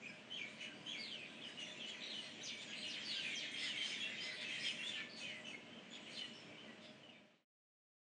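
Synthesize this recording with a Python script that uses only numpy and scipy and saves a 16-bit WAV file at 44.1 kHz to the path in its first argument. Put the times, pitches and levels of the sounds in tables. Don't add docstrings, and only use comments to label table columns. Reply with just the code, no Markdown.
import sys
import numpy as np
from scipy import signal
from scipy.io import wavfile
from scipy.ndimage import uniform_filter1d

SR = 44100
rng = np.random.default_rng(int(sys.argv[2]) if len(sys.argv) > 2 else 0)


def field_ratio(decibels):
    return 10 ** (np.asarray(decibels, dtype=float) / 20)


def wav_record(signal):
    frames = np.transpose(np.atleast_2d(signal))
    bounded = np.clip(frames, -1, 1)
    quanta = np.round(bounded * 32767).astype(np.int16)
    wavfile.write(sys.argv[1], SR, quanta)


N = 354123

# t/s, length/s, f/Hz, level/dB
HELD_NOTES = [(.6, 0.086, 2980, -52.5), (6.175, 0.1, 3015, -49.5), (1.44, 0.05, 2980, -53.5),
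              (1.67, 0.065, 3560, -58), (3.095, .05, 2880, -54.5), (4.49, .08, 3150, -53.5),
              (1.565, 0.08, 2900, -51.5), (1.64, 0.05, 3450, -59), (1.89, 0.035, 3360, -51),
              (2.135, 0.08, 2960, -49.5), (2.994, 0.053, 3200, -56), (3.331, 0.084, 3206, -48),
              (3.58, 0.04, 3400, -54), (4.105, 0.035, 2835, -58.5), (4.249, .041, 3190, -54.5),
              (4.394, 0.066, 3590, -59), (4.952, .024, 3120, -52), (5.216, 0.11, 3020, -52.5),
              (5.439, 0.072, 2990, -52.5), (5.698, 0.11, 3110, -62), (5.91, 0.068, 3416, -58.5),
              (6.297, 0.032, 3030, -72), (2.835, 0.085, 2900, -49), (6.57, 0.036, 3620, -74),
              (1.257, 0.094, 1587, -70), (1.373, 0.027, 2600, -58), (0.094, 0.063, 1624, -63),
             (1.001, 0.077, 2160, -61.5), (1.764, 0.12, 2685, -58), (3.152, 0.049, 1590, -58),
             (3.223, 0.044, 2560, -58), (3.444, 0.033, 1765, -56), (3.755, 0.082, 2110, -56),
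             (3.807, 0.039, 2200, -53), (4.066, 0.045, 2830, -53), (4.062, 0.047, 1760, -57),
             (4.096, 0.058, 2052, -55), (4.205, 0.17, 2045, -55), (4.345, 0.17, 2440, -58.5),
             (4.495, .091, 2060, -56), (4.68, 0.03, 2520, -52), (4.575, .05, 1900, -56),
             (4.951, 0.09, 1417, -67.5), (3.502, 0.085, 2150, -57.5), (4.999, 0.045, 2250, -52),
             (3.97, 0.048, 1877, -57), (5.197, 0.086, 2550, -52), (5.449, 0.076, 2640, -56),
             (5.53, 0.029, 2196, -50.5), (6.454, 0.16, 2320, -68)]
# t/s, length/s, f/Hz, level/dB
SAGS = [(.02, 0.1, 2400, -56), (.02, .04, 2250, -62), (.615, 0.086, 2490, -57), (1.593, .031, 3400, -58),
        (1.793, 0.039, 3395, -55.5), (1.8, 0.04, 3200, -55), (2.075, 0.035, 4180, -55),
        (2.211, 0.099, 2040, -63), (3.062, 0.15, 2850, -55), (3.723, 0.078, 2236, -52),
        (5.468, 0.11, 4550, -74), (6.809, .12, 3570, -66.5), (7.025, 0.092, 2964, -59.5)]
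# t/s, length/s, f/Hz, level/dB
DROOPS = [(1.415, .035, 3250, -54), (.649, .088, 1590, -63), (2.703, 0.057, 2720, -61),
          (3.308, .045, 2240, -49), (2.82, .04, 3040, -52), (2.115, .035, 3200, -53),
          (3.66, .04, 1900, -56), (3.91, 0.061, 2163, -55), (4.64, 0.068, 3110, -45),
          (5.276, 0.14, 2070, -58), (6.197, 0.064, 1990, -62.5)]
# t/s, length/s, f/Hz, level/dB
RISES = [
    (.72, .18, 4850, -75),
    (4.203, .06, 5050, -54),
    (3.408, .105, 2480, -59.5),
    (3.624, 0.052, 3590, -56),
    (4.83, 0.045, 2800, -54),
    (4.819, 0.105, 3480, -48.5),
    (6.055, 0.05, 3000, -58.5),
]
# t/s, length/s, f/Hz, level/dB
STEADY_NOTES = [(.053, .03, 2520, -52), (2.672, .07, 3290, -57), (2.672, .06, 1650, -63),
                (2.672, .07, 4950, -68), (2.495, .12, 2290, -58), (3.54, .04, 3210, -47),
                (3.772, .1, 3130, -46.5), (3.87, .11, 3080, -52), (3.998, .06, 3340, -47),
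                (4.02, .05, 2720, -45), (4.177, .058, 3120, -50), (4.443, .07, 2600, -48),
                (4.783, .05, 2720, -50), (4.95, .085, 1770, -52), (.075, .035, 5120, -70),
                (2.41, .03, 5900, -66), (3.61, .055, 2060, -49), (.46, .06, 2250, -63),
                (1.825, .075, 2950, -53), (3.14, .04, 4820, -57), (6.57, .05, 3050, -68),
                (6.33, .08, 3000, -66), (7.125, .06, 3620, -67), (2.81, .05, 4200, -62)]
# t/s, length/s, f/Hz, level/dB
PEEPS = [(1.435, 0.11, 4980, -70.5), (2.02, .055, 3900, -53.5), (2.005, .025, 3600, -57),
         (2.41, 0.03, 3860, -55), (3.453, 0.027, 3790, -60), (4.187, .06, 4690, -66.5),
         (4.267, .031, 5100, -64), (4.32, 0.055, 4400, -61), (5.085, 0.125, 4490, -59.5),
         (6.325, .1, 5390, -67.5), (6.416, .07, 3250, -67.5), (2.22, .07, 4180, -61), (2.2, .05, 8400, -72),
         (1.71, .09, 7150, -74), (1.86, .05, 7250, -70),
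         (.044, .061, 7520, -77), (0.33, .12, 6480, -71), (0.6, .058, 6160, -71),
           (0.854, 0.11, 6440, -64.5), (1.854, .09, 6610, -71.5), (2.03, 0.055, 5860, -66.5),
           (2.45, 0.035, 6450, -60.5), (2.67, 0.08, 6610, -66), (2.862, 0.078, 5840, -67),
           (3.656, 0.18, 6430, -71), (3.992, 0.046, 6740, -64.5), (4.59, 0.07, 5770, -66),
           (4.66, 0.082, 6130, -68), (4.695, .031, 6500, -64), (5.45, 0.034, 6200, -67.5),
           (5.898, 0.08, 6920, -69.5)]
# t/s, length/s, top f/Hz, low f/Hz, level/dB
HOOKS = [
    (.297, 0.17, 3300, 2200, -51.5),
    (.856, 0.15, 3366, 2133, -50),
    (6.555, .17, 3130, 1884, -66),
]
HOOK_SHAPE = [
    (0, .72),
    (.36, 1),
    (.43, .97),
    (.56, .22),
    (.75, .07),
    (1, 0.0095),
]
# t/s, length/s, top f/Hz, low f/Hz, level/dB
CASCADES = [
    (.966, .295, 4670, 2280, -54.5),
    (3.036, .27, 4653, 2250, -48.5),
    (3.14, .19, 4820, 2500, -55),
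]
CASCADE_SHAPE = [
    (0, .96),
    (.13, 1),
    (.22, .9),
    (.43, .46),
    (.7, .16),
    (1, 0),
]
# t/s, length/s, start f/Hz, end f/Hz, level/dB
SLIDES = [(4.79, .06, 2500, 1800, -59), (3.1, .05, 3600, 2850, -53.5), (4.91, .09, 3300, 2200, -51.5),
          (.325, .05, 4600, 4150, -73), (3.9, .09, 3200, 1900, -56.5), (3.65, .12, 3450, 2450, -51),
          (1.793, 0.037, 4270, 3130, -65), (2.1, 0.034, 4390, 3180, -53.5), (2.5, 0.053, 3690, 2300, -56),
          (7.084, .1, 2850, 2100, -63.5)]
# t/s, length/s, start f/Hz, end f/Hz, level/dB
SWOOPS = [(.595, .04, 3100, 2000, -55), (1.44, .07, 2700, 1500, -63), (1.9, .06, 3400, 1800, -57),
          (2.425, .095, 6900, 1900, -50.5), (2.875, .11, 6300, 1400, -52), (2.917, .02, 3800, 1900, -57),
          (3.003, .04, 5600, 3200, -59), (3.34, .105, 6900, 1800, -51.5), (4.4, .06, 4300, 2300, -57),
          (4.65, .06, 3800, 2500, -51.5), (4.92, .08, 3800, 2100, -56), (5.17, .06, 4400, 2600, -60),
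          (5.925, .06, 3900, 2000, -59), (6.06, .05, 3000, 1900, -60), (6.16, .03, 3700, 3000, -58),
          (1.63, .06, 3000, 1700, -58), (2.59, .05, 3700, 2300, -57), (2.715, .05, 3300, 2100, -56),
          (3.56, .05, 4800, 2600, -55), (4.28, .06, 2400, 1400, -58), (4.09, .05, 2300, 1400, -62),
          (3.285, .06, 4000, 2700, -54)]
# t/s, length/s, f/Hz, level/dB
RASPS = [(7.338, .07, 3900, -73), (3.558, .1, 5180, -62.5), (3.842, .09, 5220, -61.5),
         (4.585, .1, 5230, -58), (6.135, .05, 4080, -58), (6.828, .1, 5060, -73), (2.755, .09, 4220, -57),
         (2.74, .09, 8300, -69), (3.75, .11, 3950, -61), (.592, .06, 2600, -57), (1.58, .1, 6100, -68),
         (2.57, .1, 7200, -71), (6.105, .08, 4420, -60), (4.5, .07, 2900, -55), (3.02, 0.05, 5350, -62),
         (3.8, .16, 6220, -65.5), (6.815, .05, 3900, -68), (2.07, .07, 3800, -59), (.545, .06, 4550, -72.5),
         (2.575, .05, 3650, -62), (3.59, .09, 4460, -62), (4.54, .06, 4000, -60), (4.26, .06, 4050, -61)]
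# t/s, length/s, level/dB, brightness of the upper throat/dB
SCOLDS = [(.586, 0.1, -65.5, 2), (1.442, 0.08, -76, 8.5), (1.58, 0.063, -59, -2.5),
          (1.858, 0.066, -54, -11.5), (2.098, 0.25, -59.5, -10), (2.6, 0.051, -55, -24.5),
          (3.024, .17, -55.5, -8), (3.562, 0.18, -48.5, -13), (3.78, 0.18, -49.5, -9.5),
          (4.184, 0.14, -51, -15), (4.396, 0.06, -52, -13), (4.6, 0.13, -50.5, -8.5),
          (4.85, 0.085, -56.5, -2), (4.46, .1, -62, 0), (5.148, 0.12, -56, -3), (5.444, 0.12, -72.5, 7),
          (5.909, 0.092, -60, -29.5), (6.071, 0.13, -68.5, 3.5), (6.164, 0.048, -58, -5),
          (6.8, 0.09, -60.5, -18)]
# f/Hz, width/Hz, level/dB
THROAT = [(2200, 900, 5.5), (3200, 2000, 11), (4100, 1200, 1.5)]
# f/Hz, width/Hz, level/dB
UPPER_THROAT = [(5780, 550, 7.5), (6500, 860, 8.5), (8000, 3900, -1.5)]
# delay t/s, level/dB
ECHOES = [(.006, -26.5), (.013, -9.5), (.021, -13), (.034, -23.5), (.047, -28.5)]
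# f/Hz, t/s
YARD = [(1500, 0.67), (3000, 0.66), (6000, 0.73), (9000, 0.54)]
# t/s, level/dB
FLOCK = [(0, -50.5), (.25, -68.5), (.5, -56.5), (.8, -61.5), (1.1, -53), (1.35, -61), (1.6, -57.5),
         (2.1, -51.5), (2.38, -54.5), (2.7, -53), (3.3, -48.5), (4.45, -49.5), (5, -49), (5.12, -69),
         (5.3, -51), (5.7, -78.5), (6.15, -55), (6.6, -69.5)]
# f/Hz, level/dB
FLOCK_COLOUR = [(710, -41), (1200, -14), (1730, -12), (2310, 3.5), (3050, -1), (3640, -2.5), (4900, -19),
                (6250, -13), (7870, -18.5), (9070, -17.5), (10000, -9), (13000, -81), (22000, -120)]
# f/Hz, level/dB (per Hz)
WASH = [(18, -52), (30, -15), (55, -31), (95, -38), (130, -3), (226, -1.5), (479, -6), (611, -5),
        (859, -13), (1360, -14), (2330, -10.5), (3040, -9), (3690, -19.5), (7840, -30.5), (9070, -39),
        (10000, -37), (13000, -76.5), (22000, -120)]
# f/Hz, width/Hz, level/dB
FANS = [
    (221, 51, -66),
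    (298, 8, -72.5),
    (613, 11, -71.5),
    (994.5, 10, -79.5),
    (1238, 1.7, -87),
]


def whistle(length, at, pitches_hz, db, waver=0.015, flutter_db=3.0, husk_db=-11, edge=0.28,
            thin_db_per_khz=-1.0, corners=4, overtone_db=-27, twelfth_db=-33):
    u = np.linspace(0, 1, round(length * SR))
    shake, flutter, husk = (wobble(SR // 2, s)[:len(u)] for s in (.004, .003, .0007))
    rounding = len(u) // round(corners * (len(at) - 2))
    hz = uniform_filter1d(np.interp(u, at, pitches_hz), rounding, mode="nearest")
    phase = 2 * np.pi * np.cumsum(hz * (1 + waver * shake)) / SR
    tone = np.sin(phase) + field_ratio(overtone_db) * np.sin(2 * phase) + field_ratio(twelfth_db) * np.sin(3 * phase)
    thin_db = thin_db_per_khz * (hz - hz.mean()) / 1000
    strength = field_ratio(db + thin_db + flutter_db * flutter) * (1 + field_ratio(husk_db) * husk)
    return strength * np.sqrt(2) * tone * signal.windows.tukey(len(u), edge)


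def plain_note(length, start_hz, middle_hz, end_hz, db, **voice):
    return whistle(length, (0, .5, 1), (start_hz, middle_hz, end_hz), db, **voice)


def open_birds():
    out = np.zeros(N)
    kinds = [(HELD_NOTES, 1.005, .97), (SAGS, 1.025, .94), (DROOPS, 1.09, .94), (RISES, .92, 1.02)]
    for notes, start, end in kinds:
        for s, length, hz, db in notes:
            add(out, s, plain_note(length, start * hz, hz, end * hz, db))
    for s, length, hz, db in PEEPS:
        add(out, s, plain_note(length, hz, hz, hz, db, waver=.01, husk_db=-5))
    for s, length, hz, db in STEADY_NOTES:
        add(out, s, plain_note(length, hz, hz, hz, db, waver=.008, flutter_db=2.2, husk_db=-10, edge=.2))
    return out


def hidden_birds():
    out = np.zeros(N)
    for calls, shape in ((HOOKS, HOOK_SHAPE), (CASCADES, CASCADE_SHAPE)):
        at, share = np.transpose(shape)
        for s, length, top_hz, low_hz, db in calls:
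            path_hz = low_hz + (top_hz - low_hz) * share
            add(out, s, whistle(length, at, path_hz, db, waver=.011, husk_db=-10, edge=.18,
                                thin_db_per_khz=-0.5, overtone_db=-23, twelfth_db=-31))
    for s, length, start_hz, end_hz, db in SLIDES:
        middle_hz = np.sqrt(start_hz * end_hz)
        add(out, s, plain_note(length, start_hz, middle_hz, end_hz, db, edge=.33))
    return crown(out, direct=44.0, spread_s=.045)


def deep_birds():
    out = np.zeros(N)
    for s, length, hz, db in RASPS:
        add(out, s, plain_note(length, .97 * hz, hz, .97 * hz, db, waver=.018, husk_db=-3))
    for s, length, start_hz, end_hz, db in SWOOPS:
        middle_hz = (start_hz + end_hz) / 2.08
        add(out, s, plain_note(length, start_hz, middle_hz, end_hz, db, waver=.012, flutter_db=1.5,
                               husk_db=-6, edge=.3, thin_db_per_khz=-1.2, corners=16))
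    return crown(out, direct=27.0, spread_s=.05)


def scold(length, db, bright_db, pulse_hz=703.6, jitter=.25, breath=0.74):
    count = round(length * SR)
    turns = np.cumsum(pulse_hz * (1 + jitter * wobble(SR // 4, .002)[:count])) / SR
    pulses = np.diff(np.floor(turns), prepend=0)
    drive = evened(pulses - pulses.mean()) + breath * rng.standard_normal(count)
    low = sum(field_ratio(g_db) * resonate_twice(drive, f, w) for f, w, g_db in THROAT)
    high = sum(field_ratio(g_db) * resonate_twice(drive, f, w) for f, w, g_db in UPPER_THROAT)
    voice = evened(low) + field_ratio(bright_db) * evened(high)
    return field_ratio(db) * voice * signal.windows.tukey(count, .85)


def scolding_birds():
    out = np.zeros(N)
    for s, length, db, bright_db in SCOLDS:
        add(out, s, scold(length, db, bright_db))
    return out


def crown(x, direct, spread_s):
    count = round(spread_s * SR)
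    taps = rng.standard_normal(count) * np.linspace(1, .4, count)
    taps[0] = direct
    return signal.oaconvolve(x, taps / np.linalg.norm(taps))[:N]


def echoes(x):
    out = x.copy()
    for k, (s, db) in enumerate(ECHOES):
        add(out, s, (-1) ** k * field_ratio(db) * x)
    return out


def yard(x, start_s):
    taps = np.zeros(SR)
    at = np.arange(round(start_s * SR), SR - 20, 20)
    taps[at + rng.integers(0, 20, len(at))] = rng.choice([-1., 1.], len(at))
    hz, t, z = signal.stft(taps, SR, nperseg=256)
    decay = field_ratio(-60 * t / read(YARD, hz)[:, None])
    tail = signal.istft(z * decay, SR, nperseg=256)[1]
    return signal.fftconvolve(x, tail / np.linalg.norm(tail))[:N]


def flock(count=1800):
    out = np.zeros(N)
    for s, pitch, glide, length, loud in rng.random((count, 5)):
        hz = 1400 * 6.8 ** pitch
        t = np.arange(round((.02 + 0.04 * length) * SR)) / SR
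        bend = (.5 - 5 * glide) * (t ** 2 - t * t[-1])
        phase = 2 * np.pi * hz * (t + bend)
        level_db = read(FLOCK_COLOUR, hz) + 10 * np.log10(hz) + 9.0 * loud
        add(out, s * N / SR, field_ratio(level_db) * np.sin(phase) * np.hanning(len(t)))
    return out * (1 + 1.2 * wobble(N, 0.00091))


def far_flock():
    chatter = flock()
    far = evened(field_ratio(-6) * chatter + yard(chatter, .01))
    return far * field_ratio(np.interp(np.arange(N) / SR, *np.transpose(FLOCK)) - 2.5)


def fans():
    return sum(field_ratio(db) * evened(resonate_twice(rng.standard_normal(N), hz, w)) for hz, w, db in FANS)


def wash(level_db=-59, patchy_db=1.0):
    frames, hz = N // 256 + 5, np.fft.rfftfreq(1024, 1 / SR)
    a, b, patches = rng.standard_normal((frames, 513, 3)).T
    patches = evened(uniform_filter1d(uniform_filter1d(patches, 8, 0), 14, 1))
    z = (a + 1j * b) * field_ratio(read(WASH, hz)[:, None] + patchy_db * patches)
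    noise = signal.istft(z, nperseg=1024, noverlap=768)[1][:N]
    return field_ratio(level_db) * evened(noise)


def evened(x):
    return x / np.sqrt(np.mean(x ** 2) + 1e-20)


def wobble(count, smooth_s):
    size = max(round(smooth_s * SR), 2)
    return evened(uniform_filter1d(uniform_filter1d(rng.standard_normal(count), size), size))


def resonate(x, hz, width):
    turn = np.exp(2j * np.pi * hz * np.arange(len(x)) / SR)
    r = np.exp(-np.pi * width / SR)
    return 2 * (turn * signal.lfilter([1 - r], [1, -r], x / turn)).real


def resonate_twice(x, hz, width):
    return resonate(resonate(x, hz, width), hz, width)


def read(points, hz):
    f, value = np.transpose(points)
    return np.interp(np.log(hz + 1), np.log(f + 1), value)


def add(mix, s, sound):
    part = mix[max(round(s * SR), 0):][:len(sound)]
    part += sound[:len(part)]


def scene():
    near = open_birds() + field_ratio(1) * (hidden_birds() + deep_birds()) + scolding_birds()
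    birds = field_ratio(-1.5) * echoes(near) + field_ratio(-8.5) * yard(near, .004) + far_flock()
    return (birds + fans() + wash())[None]


def band_limit(x):
    return signal.sosfilt(signal.butter(12, 10190, fs=SR, output="sos"), x)


def record(dry):
    limited = signal.oaconvolve(dry, signal.firwin(63, 9400, fs=SR)[None], "same")
    limited = signal.sosfilt(signal.butter(2, 95, "high", fs=SR, output="sos"), limited)
    fade_start_s, fade_end_s, fade_power = 6.7, 7.45, .85
    left_s = fade_end_s - np.arange(N) / SR
    fade = np.clip(left_s / (fade_end_s - fade_start_s), 0, 1) ** fade_power
    return band_limit(limited * fade)


dry = scene()
out = record(dry)
wav_record(out)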